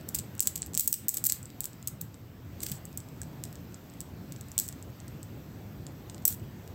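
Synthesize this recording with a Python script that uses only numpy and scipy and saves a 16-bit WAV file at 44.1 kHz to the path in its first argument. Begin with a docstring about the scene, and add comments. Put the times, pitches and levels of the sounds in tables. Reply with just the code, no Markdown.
"""Rattling beads on a wooden floor

A string of hard round beads, shaken by a foot close to a small microphone, clicks and rattles
in a quiet room. Each click is a very short burst with its own colour; rebounds, pile-ups and
chatter are many such bursts. Echoes and a room tail follow, dull bumps join in, and rumble and
hiss (shaped noise) lie below. A peak limiter ducks everything around the loudest clicks."""
import sys
import numpy as np
from scipy import signal
from scipy.io import wavfile
from scipy.ndimage import uniform_filter1d, minimum_filter1d

SR = 44100
rng = np.random.default_rng(int(sys.argv[2]) if len(sys.argv) > 2 else 0)


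def undo_db(level):
    """Turn decibels back into plain size, where 20 dB means ten times bigger."""
    steps = np.asarray(level, float) / 20
    return 10 ** steps


def persist_wave(psi):
    """Save psi, clipped to +-1, as 16-bit WAV."""
    counts = np.round(np.clip(psi, -1, 1) * 32767).astype(np.int16)
    wavfile.write(sys.argv[1], SR, np.atleast_2d(counts).T)


N = 297234  # length in samples

# All levels below are those ahead of the limiter.
# knocks of bead on bead that stand out: t/s, peak level/dB, brightness above 10 kHz/dB, body below 5 kHz/dB
STANDOUT_KNOCKS = [(0.0863, -30, -1, 5), (0.0895, -17.5, -1, -5), (.144, -31, -7, -9),
                   (.1474, -12.5, 1, 4.5), (0.1515, -12, -5, -6), (0.1874, -15.5, -7, -2),
                   (.1906, -18.5, -10, -2.5), (.1979, -27, -10, 4), (.3521, -31.5, 2, 6),
                   (.3802, -32, -8, -5), (0.3948, -14.5, -21, -1), (0.4048, 2.5, -2, -8),
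                   (.4114, -24, -8, -3), (.4196, -25, -6, -5), (.426, -13, -3, -6), (.4324, -18, -7, -4),
                   (0.4573, -25, -8, 1), (0.4725, -6, -3.5, -3), (0.4754, -13.5, -8, 2), (.482, -32, -8, 1),
                   (.5567, -16.5, -3, -4), (0.5599, -15, -4, 1), (0.5755, -25.5, -4, -3),
                   (0.5786, -21, -1, 0), (.62, -16, -26, -12), (0.629, -26, -28, 14), (.6625, -24, -1, -1),
                   (.6703, -31, 0, 3), (.7352, -25, -10, 1), (0.7437, -20.5, -8, 0),
                   (.7503, -11, -13.5, -9), (0.769, -26, -14, 9), (0.7757, -1, -4.5, -3),
                   (.781, -12, -3, -4), (.7883, -15, 1, -5), (.7964, 6, -2, -2), (0.8761, 2, 5, -3),
                   (.8791, -6, -3, -8), (.9283, 5.5, 0, -4.5), (0.9407, -2, -3, -2), (.943, -14, -8, -1),
                   (1.0839, 3.5, 3, -7), (1.0843, -1.5, 4, -3), (1.0918, 2.5, -2, -8), (1.1402, -17, 3, 3),
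                   (1.1437, -10.5, 3, 0), (1.151, -20, 1, 1), (1.1706, -9, -3.5, -7), (1.174, -13.5, -3, 2),
                   (1.1833, -21, 5, 6), (1.2407, -7, 1, -8), (1.2454, -14, -2, -6), (1.2532, -9, 1, -7),
                   (1.2582, -20, 3, -4), (1.2604, -10, 10, 4), (1.2636, -9, 6, 4), (1.2674, 0, -2, -3),
                   (1.29, -13, -2, 2), (1.2964, -10, -12, -9), (1.2987, -6.5, -10, -0.5),
                   (1.302, -16, -10, -6), (1.3223, -3, 0, 1), (1.4295, -29, -14, -9),
                   (1.4563, -29, -15, -7), (1.5029, -33, -6, 15), (1.6062, -12, -0.5, -4.5),
                   (1.6356, -27, -7, 3), (1.6423, -16.5, 0, 1), (1.6555, -13, -3.5, -2.5),
                   (1.7322, -36.5, -16, 1), (1.8271, -32.5, -14, -1), (1.8743, -11, -3, -6),
                   (1.8768, -16.5, -1, -1), (1.883, -22, -6, -3), (2.0119, -22, 6, 8),
                   (2.0145, -17, 0.5, -4), (2.1435, -36, -21, 3), (2.6049, -25, -9, 4), (2.6294, -32, 8, 5),
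                   (2.6636, -22.5, -10, 8), (2.666, -18, 0, 11), (2.687, -24, -1, 9), (2.698, -26, -2, 6),
                   (2.7168, -16.5, 3, -3), (2.8536, -26, -7, -13), (2.929, -38, -10, 7),
                   (2.9745, -20, -2, -8), (2.9766, -24, -8, -2), (3.003, -31, -14, 0),
                   (3.0875, -38, -10, 5), (3.2168, -21.5, -14, -10), (3.2326, -31.5, -7, 8),
                   (3.4383, -17.5, -7.5, 1.5), (3.453, -31, -6, 6), (3.528, -34, -3, 5),
                   (3.5557, -32, -9, 6), (3.7229, -43, -14, 4), (3.744, -31, -37, -4), (3.9, -39, -19, 2),
                   (3.9377, -38, -10, 9), (4.0055, -20.5, -7, -6), (4.013, -29, -2, 8),
                   (4.3226, -25.5, -5, 4), (4.3623, -33, -22, 8), (4.411, -28, -9, -1),
                   (4.4851, -35, -9, -9), (4.5173, -29.5, -14, -5), (4.5798, -6, -10, -4.5),
                   (4.589, -8, -4, 0), (4.599, -6, -2, -2.5), (4.6798, -21, -2, -9), (4.688, -18, -7, -2),
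                   (4.7264, -30, -13, 0), (4.8259, -30.5, -13, -5), (5.0022, -33.5, -21, 1),
                   (5.081, -32, -15, -1), (5.2302, -28.5, -8, -1), (5.867, -30.5, -20, 3),
                   (6.0982, -27, -25, 6), (6.146, -31.5, -22, 5), (6.1807, -38, -11, 11),
                   (6.2233, -39, -10, 4), (6.2525, -16, 2, -10), (6.288, -17, 1, 0), (6.327, -25, -7, 5),
                   (6.397, -42, -12, 7), (6.677, -33, -8, 9)]
# colour of a knock through the microphone port, which rings near 8 kHz: f/Hz, relative level per Hz/dB
KNOCK_COLOUR = [(900, -53), (1600, -26), (2400, -22), (4340, -14), (5600, -11), (6700, -8), (7950, 1.5),
                (8900, -9.5), (10000, -12.5), (12400, -3), (14600, -3), (15800, -5), (16400, -22),
                (17000, -41.5)]
# runs of beads slamming together: start t/s, length/s, peak level/dB (the highest, before the spread),
# brightness/dB, body/dB
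PILEUP_RUNS = [(0.152, .011, -20.5, -3, 4), (.7942, .005, -4.5, 6, -1.5), (.806, .004, -2, 3, -2),
               (.8757, .006, -8, -1.5, -4), (0.925, .003, -11, 5, -8), (0.9393, .005, -11, -3, 1),
               (1.083, .004, -12, -1, -11), (1.2646, .006, -4, 4, -12), (2.63, .008, -17.5, -0.5, 5.5),
               (2.718, .006, -24, -1, 12), (6.2525, 0.0029, 0.5, 2, -10.5), (6.256, 0.0085, -11, 11, -5),
               (6.2772, .0035, -5.5, 8, -2.5)]
# stretches where the string keeps chattering after a jolt: start t/s, end t/s, typical peak level/dB,
# brightness/dB
CHATTER_STRETCHES = [(0.144, 0.203, -39, 2), (0.434, 0.492, -45, -3), (0.561, 0.67, -51, -12),
                     (0.789, 0.865, -25.5, 3), (0.878, 0.92, -34, 2), (0.933, 0.997, -62, 6),
                     (1.085, 1.195, -38, -4), (1.251, 1.364, -37, -5), (1.61, 1.672, -53, -13),
                     (2.617, 2.784, -40.5, -6.5), (4.607, 4.675, -38.5, -4), (6.261, 6.351, -33, -2)]
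# duller bumps as the string meets the foot: t/s, level before fading/dB, f/Hz, time to fade by 60 dB/s
FOOT_BUMPS = [(2.714, -20, 141.3, 0.047), (3.216, -42.5, 1650, 0.021)]
# mirror images of the beads in floor and foot: delay/s, level/dB
NEAR_ECHOES = [(.0024, -15), (.0049, -35.5), (.0075, -17.5)]
# how long the room rings: f/Hz, time to fade by 60 dB/s
ROOM_FADE = [(2000, 0.54), (5000, 0.2), (8000, 0.21), (14000, 0.19)]
# colour of the building's rumble: f/Hz, relative level per Hz/dB
RUMBLE_COLOUR = [(24, -62), (38, -43), (58, -13), (95, 0.5), (152, -3.5), (191, -7), (290, -10.5),
                 (400, -17), (725, -24), (1100, -30), (2250, -43.5), (4000, -57)]
# colour of the hiss of air and microphone, shaped by the port: f/Hz, relative level per Hz/dB
HISS_COLOUR = [(500, -1), (1500, 6), (2300, 2.5), (6000, -3.5), (7200, -5), (7950, -2.5), (8560, -9),
               (9100, -28), (10200, -16.5), (12600, -1), (15100, 0.5), (15900, -6), (16500, -5)]
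# slow drift of the background: t/s, rumble level/dB, hiss level/dB
BACKGROUND_DRIFT = [(0.0, -43.5, -57), (0.5, -46, -57), (0.82, -44.5, -61), (1.2, -47.5, -58.5),
                    (1.74, -46.5, -59), (2.381, -48.5, -62.5), (2.61, -42.5, -57), (3.0, -46, -59),
                    (3.3, -42.5, -58), (3.9, -46, -58.5), (4.13, -42.5, -59), (4.52, -46, -57.5),
                    (5.609, -43.5, -59), (6.74, -43.5, -58.5)]

REBOUND_WAIT_S, REBOUND_DB, REBOUND_SPREAD_DB = 0.002, -19, 3  # typical wait; level change; extra drop
PILEUP_SPREAD_DB, PILEUP_COLOUR_DB = 12, 3  # ranges of the random level and colour
TICKS_PER_S, FAINTEST_TICK_DB = 7.2, -53
CHATTER_PER_S, CHATTER_FADE_DB_PER_S = 2200, 45
SETTLE_S, SETTLE_DB = 0.025, 5.5  # extra fade at the end of a chatter stretch
ROOM_DB = -11  # level of the room tail
CEILING_DB, LOOKAHEAD_S, RECOVERY_DB_PER_S = -6, 0.011, 114  # limiter


def beads():
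    """The listed knocks, two random rebounds after each among the next beads, pile-ups and faint ticks."""
    listed = np.array(STANDOUT_KNOCKS)
    wait, drop = rng.random((len(listed), 2, 2)).T
    delay = -REBOUND_WAIT_S * np.log(wait + 1e-3)
    level_change = REBOUND_DB - REBOUND_SPREAD_DB * drop
    change = np.array([delay, level_change, 0 * wait, 0 * wait])  # the colour stays
    rebounds = (listed.T[:, None] + change).reshape(len(change), -1)
    s, *tone = np.concatenate([listed.T, rebounds, pileups()], axis=1)
    gap = np.sort(abs(listed[:, 0] - s[:, None]), axis=1)
    gap = np.where(gap[:, 0] > 0, gap[:, 0], gap[:, 1])  # to the nearest other listed knock
    crowding = np.exp(-(gap / 0.0024) ** 2)
    return knocks(s, *tone, crowding) + ticks()


def pileups():
    """Eight knocks spread loosely over each slam of many beads, as rows like the listed knocks."""
    start, length, db, bright_db, body_db = np.transpose(PILEUP_RUNS)
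    place, size, bright, body = rng.random((len(PILEUP_RUNS), 8, 4)).T
    s = start + length * (np.arange(8)[:, None] + place) / 8
    peak_db = db - PILEUP_SPREAD_DB * size
    bright_db = bright_db + PILEUP_COLOUR_DB * (bright - 0.5)
    body_db = body_db + PILEUP_COLOUR_DB * (body - 0.5)
    rows = [s, peak_db, bright_db, body_db]
    return np.reshape(rows, (len(rows), -1))


def ticks():
    """Beads settling: faint knocks at random moments, mostly small and a few larger."""
    count = int(np.ceil(TICKS_PER_S * N / SR))
    at, size, dullness = rng.random((count, 3)).T
    peak_db = FAINTEST_TICK_DB - 2.8 * np.log(size + 1e-3)
    return knocks(at * (N - 1) / SR, peak_db, -4 - 11 * dullness, 9.6 * dullness, 0 * at)


def knocks(s, peak_db, bright_db, body_db, crowding):
    """One click per knock: shared colour, own brightness and body, smeared by the neighbouring beads."""
    hz = abs(np.fft.fftfreq(512, 1 / SR))
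    upper = 1 / (1 + np.exp((10000 - hz) / 700))
    lower = 1 / (1 + np.exp((hz - 5200) / 700))
    tone_db = bright_db[:, None] * upper + body_db[:, None] * lower
    log_gain = np.log(undo_db(read(KNOCK_COLOUR, hz) + tone_db) + 1e-5)
    # this choice of phase makes the sound start at once and then die away
    colour = np.exp(log_gain - 1j * signal.hilbert(log_gain).imag)

    # the jolt runs along the string: the more crowded the knock, the more beads answer it
    lead = 8  # samples ahead of the main hit
    lag = np.arange(-lead, 92) / SR
    fade = np.exp(-abs(lag) / (0.00026 + 0.00034 * crowding[:, None]))
    strength = 0.4 + 0.13 * crowding[:, None]
    scatter = strength * rng.standard_normal((len(s), 100)) * fade
    scatter[:, lead] = 1  # the main hit
    spread = np.fft.fft(scatter, 512)
    power = uniform_filter1d(abs(spread) ** 2, size=25, axis=1, mode="wrap")
    spread /= np.sqrt(power)  # the broad colour is kept

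    shape = np.fft.ifft(colour * spread).real[:, :256]
    peak = abs(signal.hilbert(shape)).max(axis=1)
    shape *= (undo_db(peak_db) / peak)[:, None]
    first = np.maximum(np.round(s * SR).astype(int) - lead, 0)
    out = np.zeros(N + 256)
    np.add.at(out, first[:, None] + np.arange(256), shape)
    return out[:N]


def chatter():
    """Dense tiny knocks at random moments inside each stretch, slowly fading."""
    rows = []
    for start, end, db, bright_db in CHATTER_STRETCHES:
        wait, size, tone = rng.random((400, 3)).T
        s = start - np.cumsum(np.log(wait + 1e-9)) / CHATTER_PER_S
        settling = np.clip(1 - (end - s) / SETTLE_S, 0, 1)
        fade_db = CHATTER_FADE_DB_PER_S * (s - start) + SETTLE_DB * settling
        peak_db = db - 1.35 * np.log(size + 0.03) - fade_db
        tilt_db = 6 * (tone - 0.5)  # brighter knocks have less body
        stretch = np.array([s, peak_db, bright_db + tilt_db, -tilt_db, 0 * s])
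        rows.append(stretch[:, s < end])
    return knocks(*np.concatenate(rows, axis=1))


def bumps():
    """The string meets the foot: one dying tone per bump, rising softly over its first cycle."""
    out = np.zeros(N)
    for s, db, hz, t60 in FOOT_BUMPS:
        t = np.maximum(np.arange(N) / SR - s, 0)
        soft_start = np.minimum(t * hz, 1)
        out += undo_db(db - 60 * t / t60) * soft_start * np.sin(2 * np.pi * hz * t)
    return out


def room(x):
    """Near echoes, then sparse taps dying band by band; three tails take turns so like knocks differ."""
    near = np.zeros(600)
    near[0] = 1  # the direct sound
    for s, db in NEAR_ECHOES:
        near[round(s * SR)] = undo_db(db)

    # one tap, up or down, at a random place in every 8 samples
    length, start = SR // 2, 60
    slots = np.arange(start, length - 8, 8)
    places = slots + rng.integers(0, 8, (3, len(slots)))
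    signs = rng.choice([-1., 1.], (3, len(slots)))
    taps = np.zeros((3, length))
    np.put_along_axis(taps, places, signs, 1)
    taps *= 1 - 0.18 * np.exp(-np.arange(length) / SR / 0.0022)  # reflections from the walls build up
    hz, t, z = signal.stft(taps, SR, nperseg=128)
    fade = undo_db(-60 * t / read(ROOM_FADE, hz)[:, None])
    tails = signal.istft(z * fade, SR, nperseg=128)[1]
    tails = tails / np.linalg.norm(tails[0])

    # the tails take turns 47 times a second
    turn = 2 * np.pi * (np.arange(N) * 47 / SR + np.arange(3)[:, None] / 3)
    shared = x * np.sqrt(2 / 3) * np.cos(turn)
    far = signal.fftconvolve(shared, tails, axes=1).sum(axis=0)[:N]
    return signal.oaconvolve(x, near)[:N], undo_db(ROOM_DB) * far


def background():
    """Rumble of the building and hiss of air and microphone: shaped noise, each drifting in level."""
    s, rumble_db, hiss_db = np.transpose(BACKGROUND_DRIFT)
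    t = np.arange(N) / SR
    rumble = undo_db(np.interp(t, s, rumble_db)) * noise(RUMBLE_COLOUR, patchy_db=1.4)
    hiss = undo_db(np.interp(t, s, hiss_db)) * noise(HISS_COLOUR, patchy_db=1.62)
    return rumble + hiss


def noise(spectrum, patchy_db):
    """Noise built from random short-time spectra, with patches that are a little louder or softer."""
    frames, hz = N // 512 + 5, np.fft.rfftfreq(2048, 1 / SR)
    a, b, patches = rng.standard_normal((frames, 1025, 3)).T
    patches = uniform_filter1d(patches, size=20, axis=0)  # smooth over pitch
    patches = evened(uniform_filter1d(patches, size=6, axis=1))  # smooth over time
    z = (a + 1j * b) * undo_db(read(spectrum, hz)[:, None] + patchy_db * patches)
    return evened(signal.istft(z, nperseg=2048, noverlap=1536)[1][:N])


def evened(x):
    """Scales to an average (rms) level of 1."""
    return x / np.sqrt(np.mean(x ** 2) + 1e-20)


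def read(points, hz):
    """Reads a table between its points, with frequency on a log scale as in hearing."""
    f, value = np.transpose(points)
    return np.interp(np.log(hz + 1), np.log(f + 1), value)


def scene():
    """Beads in the room over the background; tail, chatter and background stop sharply near 16 kHz."""
    direct, tail = room(beads())
    steady = tail + chatter() + background()
    edge = signal.firwin(401, 15950, window=("kaiser", 8), fs=SR)  # low-pass, Hz
    return (direct + bumps() + signal.oaconvolve(steady, edge, "same"))[None]


def roll_off(x):
    """The treble ends steeply here."""
    return signal.sosfilt(signal.butter(12, 17150, fs=SR, output="sos"), x)


def record(dry):
    """The limiter sees peaks coming, lowers the gain just ahead of them and recovers steadily."""
    ahead = round(LOOKAHEAD_S * SR)
    over_db = np.maximum(20 * np.log10(abs(dry[0]) + 1e-9) - CEILING_DB, 0)
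    fall = np.arange(N) * RECOVERY_DB_PER_S / SR
    held_db = np.maximum.accumulate(over_db + fall) - fall  # jumps up, then recovers
    early_db = -minimum_filter1d(-held_db, size=ahead + 1, origin=-(ahead // 2))
    cut_db = uniform_filter1d(early_db, size=ahead, origin=(ahead - 1) // 2)  # no sudden steps
    mix = dry / undo_db(cut_db)
    return roll_off(mix)


dry = scene()
out = record(dry)
persist_wave(out)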